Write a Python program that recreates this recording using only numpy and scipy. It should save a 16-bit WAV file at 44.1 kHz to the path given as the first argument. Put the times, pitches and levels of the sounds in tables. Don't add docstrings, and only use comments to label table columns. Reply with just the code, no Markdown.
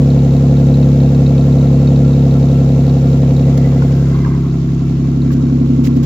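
import sys
import numpy as np
from scipy import signal
from scipy.fft import rfft, irfft, next_fast_len
from scipy.io import wavfile
from scipy.ndimage import uniform_filter1d

SR = 44100
rng = np.random.default_rng(int(sys.argv[2]) if len(sys.argv) > 2 else 0)


def wrap_up_sound(samples):
    columns = np.atleast_2d(samples).T
    tamed = np.clip(columns, -1, 1)
    steps = np.round(tamed * 32767).astype(np.int16)
    wavfile.write(sys.argv[1], SR, steps)


def gain_from_db(level_db):
    decades = np.asarray(level_db, float) / 20
    return 10 ** decades


N = 266805
T = np.arange(N) / SR


def rms_one(x):
    return x / np.sqrt(np.mean(x ** 2) + 1e-20)


def at_hz(points, hz):
    point_hz, value = np.transpose(points)
    return np.interp(np.log(hz), np.log(point_hz), value)


def drift(rate_hz):
    r = np.exp(-2 * np.pi * rate_hz * 40 / SR)
    slow = signal.lfilter([1], [1, -2 * r, r * r], rng.standard_normal(N // 40 + 2002))[2000:]
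    return np.interp(np.arange(N) / 40, np.arange(len(slow)), rms_one(slow))


def ring(clicks, hz, t60):
    r, w = gain_from_db(-60 / (t60 * SR)), 2 * np.pi * hz / SR
    return signal.lfilter([0, np.sin(w)], [1, -2 * r * np.cos(w), r * r], clicks + 1e-18, axis=-1)


def ramp(middle_s, takes_s):
    return .5 + .5 * np.tanh(2 * (T - middle_s) / max(takes_s, .02))


def place_db(shaded_s, takes_s, shade_db, corner_db):
    corner_s, corner_takes_s = 5.23, 0.77
    return shade_db * ramp(shaded_s, takes_s) + corner_db * ramp(corner_s, corner_takes_s)


def rush_walk_db():
    return place_db(shaded_s=4.25, takes_s=0.34, shade_db=-3.5, corner_db=0)


# t/s, speed/rpm
CRANK_SPEED = [(0.0, 691.6), (0.25, 684.1), (0.76, 693.3), (1.26, 686.7), (2.02, 690.8), (2.27, 686.1),
               (3.02, 679.8), (3.53, 682.1), (3.78, 678.1), (4.29, 683.4), (4.54, 673.8), (5.04, 681.7),
               (5.29, 683.9), (5.55, 678.1), (6.05, 676.3)]


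def crank_rpm():
    s, rpm = np.transpose(CRANK_SPEED)
    return np.interp(T, s, rpm)


def firings(margin):
    start_turns = .781
    turns = np.cumsum(np.pad(crank_rpm(), margin, mode="edge")) / (60 * SR)
    return 3 * (turns - turns[margin] + start_turns + 12)


# f/Hz, shared part of the power (0 to 1)
PORT_LIKENESS = [(600, .9), (1000, 0.55), (2000, 0.11), (4000, 0.16), (8000, 0.032), (15000, 0.09)]
# f/Hz, left minus right level/dB
PORT_LEAN = [(60, 0.0), (130, 0.0), (290, 3), (640, 2), (1410, 2.5), (3100, 3), (6820, -4.5), (15000, -1.5)]
# f/Hz, left leads by phase/rad
PORT_TWIST = [(640, .2), (1030, .4), (1380, 2.2), (1980, -.1), (2410, 2.5), (3790, .8), (4820, 1.8),
              (8000, 0), (12000, -2.7)]


def banded_noise(spectrum, patchy_db, lift_db):
    edges = np.append(567 * 2 ** (np.arange(15) / 3), 15700)
    white = rng.standard_normal((2, 3, N))
    quarter_late = signal.hilbert(white[:, 0], next_fast_len(N)).imag[:, :N]
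    out = 0
    for k, (low, high) in enumerate(zip(edges, edges[1:])):
        shared, left, right = white[k % 2]
        late = quarter_late[k % 2]
        hz = np.sqrt(low * high)
        alike, twist = np.clip(at_hz(PORT_LIKENESS, hz), 0, 1), at_hz(PORT_TWIST, hz)
        common = np.array([shared, np.cos(twist) * shared + np.sin(twist) * late])
        ports = np.sqrt(alike) * common + np.sqrt(1 - alike) * np.array([left, right])
        band = signal.butter(2, [low, high], "band", fs=SR, output="sos")
        lean = gain_from_db(at_hz(PORT_LEAN, hz) / 2 * np.array([[1], [-1]]))
        gain = gain_from_db(at_hz(spectrum, hz) + patchy_db * drift(26) + lift_db(hz))
        out = out + gain * lean * signal.sosfilt(band, ports)
    return out


def narrow_noise(hz, width_hz, flutter_db):
    t60 = np.log(1000) / (np.pi * width_hz)
    left, right, shared = rng.standard_normal((3, N))
    lag = round(at_hz(PORT_TWIST, hz) / (2 * np.pi * hz) * SR)
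    noise = np.array([shared + .7 * left, np.roll(shared, lag) + .7 * right])
    noise = noise * gain_from_db(flutter_db * drift(22))
    return rms_one(ring(ring(noise, hz, t60), hz, t60))


def rumble():
    band = signal.butter(2, [30, 60], "band", fs=SR, output="sos")
    return gain_from_db(-53) * rms_one(signal.sosfilt(band, rng.standard_normal(N)))


# f/Hz, resonance width/Hz, rms level/dB before the walk
GEAR_WHINES = [(1352.5, 55, -46.5), (2324, 180, -53.5), (2712, 64, -55)]


def whines():
    out = sum(gain_from_db(db) * narrow_noise(hz, width_hz, flutter_db=2.5) for hz, width_hz, db in GEAR_WHINES)
    return out * gain_from_db(rush_walk_db())


# f/Hz, resonance width/Hz, steady rms level/dB
HOLLOW_TONES = [(1092, 420, -47), (1560, 190, -62.5), (2044, 170, -60)]
# t/s, level/dB at the top, time to fall to 1/e /s
ARCH_SWELLS = [
    [(3.9, -49, 0.29), (4.3, -38.5, .2)],
    [(4.05, -47, .4), (5.3, -51.5, .3)],
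    [(3.68, -46, 0.29), (4.25, -47, 0.15)],
]


def hollow_tones():
    out = 0
    for (hz, width_hz, steady_db), swells in zip(HOLLOW_TONES, ARCH_SWELLS):
        swell = sum(gain_from_db(db) * np.exp(-((T - s) / half_s) ** 2) for s, db, half_s in swells)
        out = out + np.hypot(gain_from_db(steady_db), swell) * narrow_noise(hz, width_hz, flutter_db=3.5)
    return out


# f/Hz, relative density level/dB
RUSH_SPECTRUM = [(600, -33), (800, -38.5), (1190, -47.5), (2400, -50.5), (3300, -51), (7270, -54.5),
                 (11000, -56.5), (15500, -52.5)]


def rush(puff_db, turn_puff_db):
    walk_db = rush_walk_db()
    low_db = place_db(*PIPE_PARTS[-1][3:]) - walk_db

    def lift_db(hz):
        return low_db * (hz < 900) + .5 * walk_db * (hz > 8000)

    noise = banded_noise(RUSH_SPECTRUM, patchy_db=1.0, lift_db=lift_db)
    bright = signal.sosfilt(signal.butter(4, [2500, 7500], "band", fs=SR, output="sos"), noise)
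    count = firings(0)
    puffs = puff_db * np.exp(-3.0 * ((2 * count + .25) % 1))
    puffs = puffs + turn_puff_db * np.cos(2 * np.pi * (count / 3 + 0.34))
    bright_db = -44.5
    return noise / np.std(bright) * gain_from_db(bright_db + walk_db + puffs)


# start t/s, level/dB at the top, length/s, left minus right level/dB
SNOW_CRUNCHES = [(3.575, -23.5, 0.0087, -8.5), (4.684, -57, 0.022, 3), (5.314, -35.5, 0.038, -9.5),
                 (5.761, -50, 0.015, -12.5), (5.837, -25.5, 0.054, -4), (5.961, -35.5, 0.022, -11),
                 (6.028, -32, 0.03, -9.5)]
# f/Hz, relative density level/dB
CRUST_COLOUR = [(800, -7.5), (1500, 0.5), (3000, 0), (6000, -3), (10000, -3.5), (14000, 3)]


def crunches(grain_db):
    clumps_db = grain_db * np.minimum(rng.exponential(1, N // 60 + 1), 4)
    grains = rng.standard_normal((2, N)) * gain_from_db(clumps_db).repeat(60)[:N]
    hz = np.maximum(np.fft.rfftfreq(N, 1 / SR), 20)
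    colour = gain_from_db(at_hz(CRUST_COLOUR, hz)) * (hz > 600)
    grains = rms_one(irfft(rfft(grains) * colour, N))
    envelope = np.zeros((2, N))
    for s, level_db, length_s, lean_db in SNOW_CRUNCHES:
        share = np.clip((T - s) / length_s, 0, 1)
        port_db = level_db + lean_db / 2 * np.array([[1], [-1]])
        envelope += gain_from_db(port_db) * np.sin(np.pi * share ** .6)
    return grains * envelope


# t/s, peak level/dB before a 1.5 dB trim, f/Hz of the lower mode
BODY_KNOCKS = [(3.714, -30, 1120), (3.8204, -16, 1040), (3.909, -28.5, 1000), (4.2472, -19, 1115),
               (4.348, -26, 1050), (4.6875, -26.5, 1116), (5.05, -29, 1050), (5.304, -22.5, 1140),
               (5.4972, -26.5, 1070)]


def knocks():
    out = np.zeros((2, N))
    for s, peak_db, hz in BODY_KNOCKS:
        i = round(s * SR)
        burst = rng.standard_normal((2, 4000)) * np.exp(-np.arange(4000) / (.004 * SR))
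        body = ring(burst, hz, .025) + .9 * ring(burst, 1.42 * hz, .025)
        out[:, i:i + 4000] += gain_from_db(peak_db - 1.5) * body / np.abs(body).max()
    return out


# f/Hz, level/dB relative to the blow, t60/s
SHIELD_MODES = [(3778, -3, 0.048), (4100, -11, 0.098), (4380, -5.5, 0.036), (2584, -10, 0.06)]
# t/s, blow level/dB before each mode's level and spread
SINGLE_BLOWS = [(0.5653, -39.5), (0.7411, -30), (0.8273, -33.5), (1.148, -30), (1.2627, -28.5),
                (1.3796, -34), (1.5237, -34.5), (1.6104, -36.5), (1.8728, -32), (1.9603, -34), (2.131, -35),
                (2.3104, -38), (3.1308, -39), (3.3645, -34.5), (5.218, -35.5)]


def shield(spread_db):
    at = np.flatnonzero(np.diff((firings(0) + .1).astype(int)))
    hidden_db = -9 * ramp(3.6, .31)
    blow_db = -41.5 + hidden_db[at] + spread_db * rng.standard_normal(len(at))
    single_s, single_db = np.transpose(SINGLE_BLOWS)
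    at = np.append(np.round(single_s * SR).astype(int), at)
    blow_db = np.append(single_db, blow_db)
    out = np.zeros((2, N))
    for hz, level_db, t60 in SHIELD_MODES:
        clicks = np.zeros((2, N))
        port_db = rng.normal(0, 2, (len(at), 2)).T
        clicks[:, at] = gain_from_db(blow_db + level_db + port_db) * rng.choice([-1, 1])
        out += ring(clicks, hz, t60)
    return out


# f/Hz, t60/s, relative ring height at firing 1, 2, 3 of a turn
PIPE_MODES = [(65.5, 0.35, 0.145, 0.14, 0.132), (103.3, 0.04, 0.132, 0.022, 0.144),
              (138.5, 0.17, 0.519, 0.591, 0.445), (164.2, 0.35, -0.312, -0.308, -0.313),
              (207.5, 0.29, 0.035, 0.092, 0.101), (251.0, 0.32, -0.309, -0.185, -0.289),
              (264.4, 0.35, 0.044, 0.005, 0.063), (286.0, 0.35, 0.077, 0.072, 0.118),
              (323.3, 0.35, -0.031, -0.003, 0.022), (355.4, 0.35, -0.083, -0.094, -0.089),
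              (366.6, 0.12, 0.134, 0.084, 0.095), (405.0, 0.19, 0.01, 0.023, 0.04),
              (460.0, 0.35, 0.065, -0.017, 0.02), (483.2, 0.35, -0.011, 0.003, 0.06),
              (527.9, 0.35, -0.038, -0.071, -0.06), (550.4, 0.07, -0.034, 0.044, 0.049),
              (609.8, 0.35, -0.001, -0.014, 0.013), (624.0, 0.06, -0.029, 0.014, -0.051),
              (673.0, 0.11, 0.005, 0.001, 0.039), (697.0, 0.17, 0.002, 0.005, -0.031),
              (731.3, 0.04, 0.021, -0.019, 0.021), (805.8, 0.35, 0.0, -0.007, -0.009),
              (846.7, 0.35, 0.002, -0.003, 0.002), (931.1, 0.18, -0.002, 0.002, -0.003)]
# low f/Hz, high f/Hz, level/dB beside the sill, half shaded at t/s, shading takes/s,
# level change/dB in the shade, level change/dB round the corner, nearer the pipe's mouth
PIPE_PARTS = [(50, 99, -20, 4.36, .3, -4, 2.5), (85, 155, -10, 4.18, .5, -5, 2),
              (161, 223, -18, 4.9, .4, -2, -0.5), (214.3, 295, -17.5, 3.92, 0.14, -4.5, 9.5),
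              (294, 336, -32, 4.0, .4, 3.5, 3), (343, 430, -30, 4.6, .3, -4, 3),
              (422, 600, -26.5, 4.126, .5, -17.5, 9), (607, 1000, -35.5, 4.0, .35, -9.5, 0.5)]


def exhaust(uneven_db, jitter_ms, turn_db):
    run_in = (next_fast_len(N + SR, True) - N) // 2
    count = firings(run_in).astype(int)
    at = np.flatnonzero(np.diff(count)) + 1
    chance = rng.standard_normal((len(at), 2))
    other_turn = count[at] % 6 < 3
    strength = gain_from_db(uneven_db * chance[:, 0] + turn_db * other_turn)
    jitter = np.round(jitter_ms / 1000 * SR * chance[:, 1]).astype(int)
    fired = np.clip(at + jitter, 0, len(count) - 1)
    out = 0
    for hz, t60, *heights in PIPE_MODES:
        clicks = np.zeros(len(count))
        clicks[fired] = strength * np.array(heights)[count[at] % 3]
        out = out + ring(clicks, hz, t60)
    out = signal.sosfilt(signal.butter(4, 55, "high", fs=SR, output="sos"), out)
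    spectrum, hz = rfft(out), np.fft.rfftfreq(len(out), 1 / SR)
    parts = np.array([irfft(spectrum * (hz >= low) * (hz < high), len(out)) for low, high, *_ in PIPE_PARTS])
    three_turns = round(180 * SR / CRANK_SPEED[0][1])
    steady = parts / np.sqrt(uniform_filter1d(parts ** 2, three_turns, axis=1) + 1e-12)
    heard_db = np.array([sill_db + place_db(*walk) for _, _, sill_db, *walk in PIPE_PARTS])
    rpm = crank_rpm()
    speed_db = 0.0976 * (rpm - rpm.mean())
    return steady[:, run_in:run_in + N] * gain_from_db(heard_db + speed_db)


def to_ports(tones, left_lag_ms):
    half_lag, i = left_lag_ms / 1000 * SR / 2, np.arange(N)
    return np.array([np.interp(i - side * half_lag, i, tones) for side in (1, -1)])


def scene():
    parts = exhaust(uneven_db=.35, jitter_ms=.035, turn_db=.4)
    low_lag_ms = -.17 * (ramp(4.1, .3) - ramp(5.4, .3))
    upper_lag_ms = -.1 + .21 * np.maximum(T - 3.75, 0)
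    pipe = to_ports(parts[:3].sum(axis=0), low_lag_ms) + to_ports(parts[3:].sum(axis=0), upper_lag_ms)
    background = rumble() + whines() + hollow_tones() + rush(puff_db=4.5, turn_puff_db=0.4)
    small = crunches(grain_db=2.5) + knocks() + shield(spread_db=3.5)
    return background + small + pipe


def band_limit(x):
    return signal.sosfilt(signal.butter(12, 16790, fs=SR, output="sos"), x)


# f/Hz, level/dB
HOUSING_DIP = [(7300, 0), (7800, -8), (8500, -17), (9800, -13.5), (12000, -10), (15500, -13)]


def record(dry):
    size = next_fast_len(N + 4096, True)
    hz = np.maximum(np.fft.rfftfreq(size, 1 / SR), 20)
    heard = irfft(rfft(dry, size) * gain_from_db(at_hz(HOUSING_DIP, hz)), size)[:, :N]
    return band_limit(np.clip(heard, -1, 1))


dry = scene()
out = record(dry)
wrap_up_sound(out)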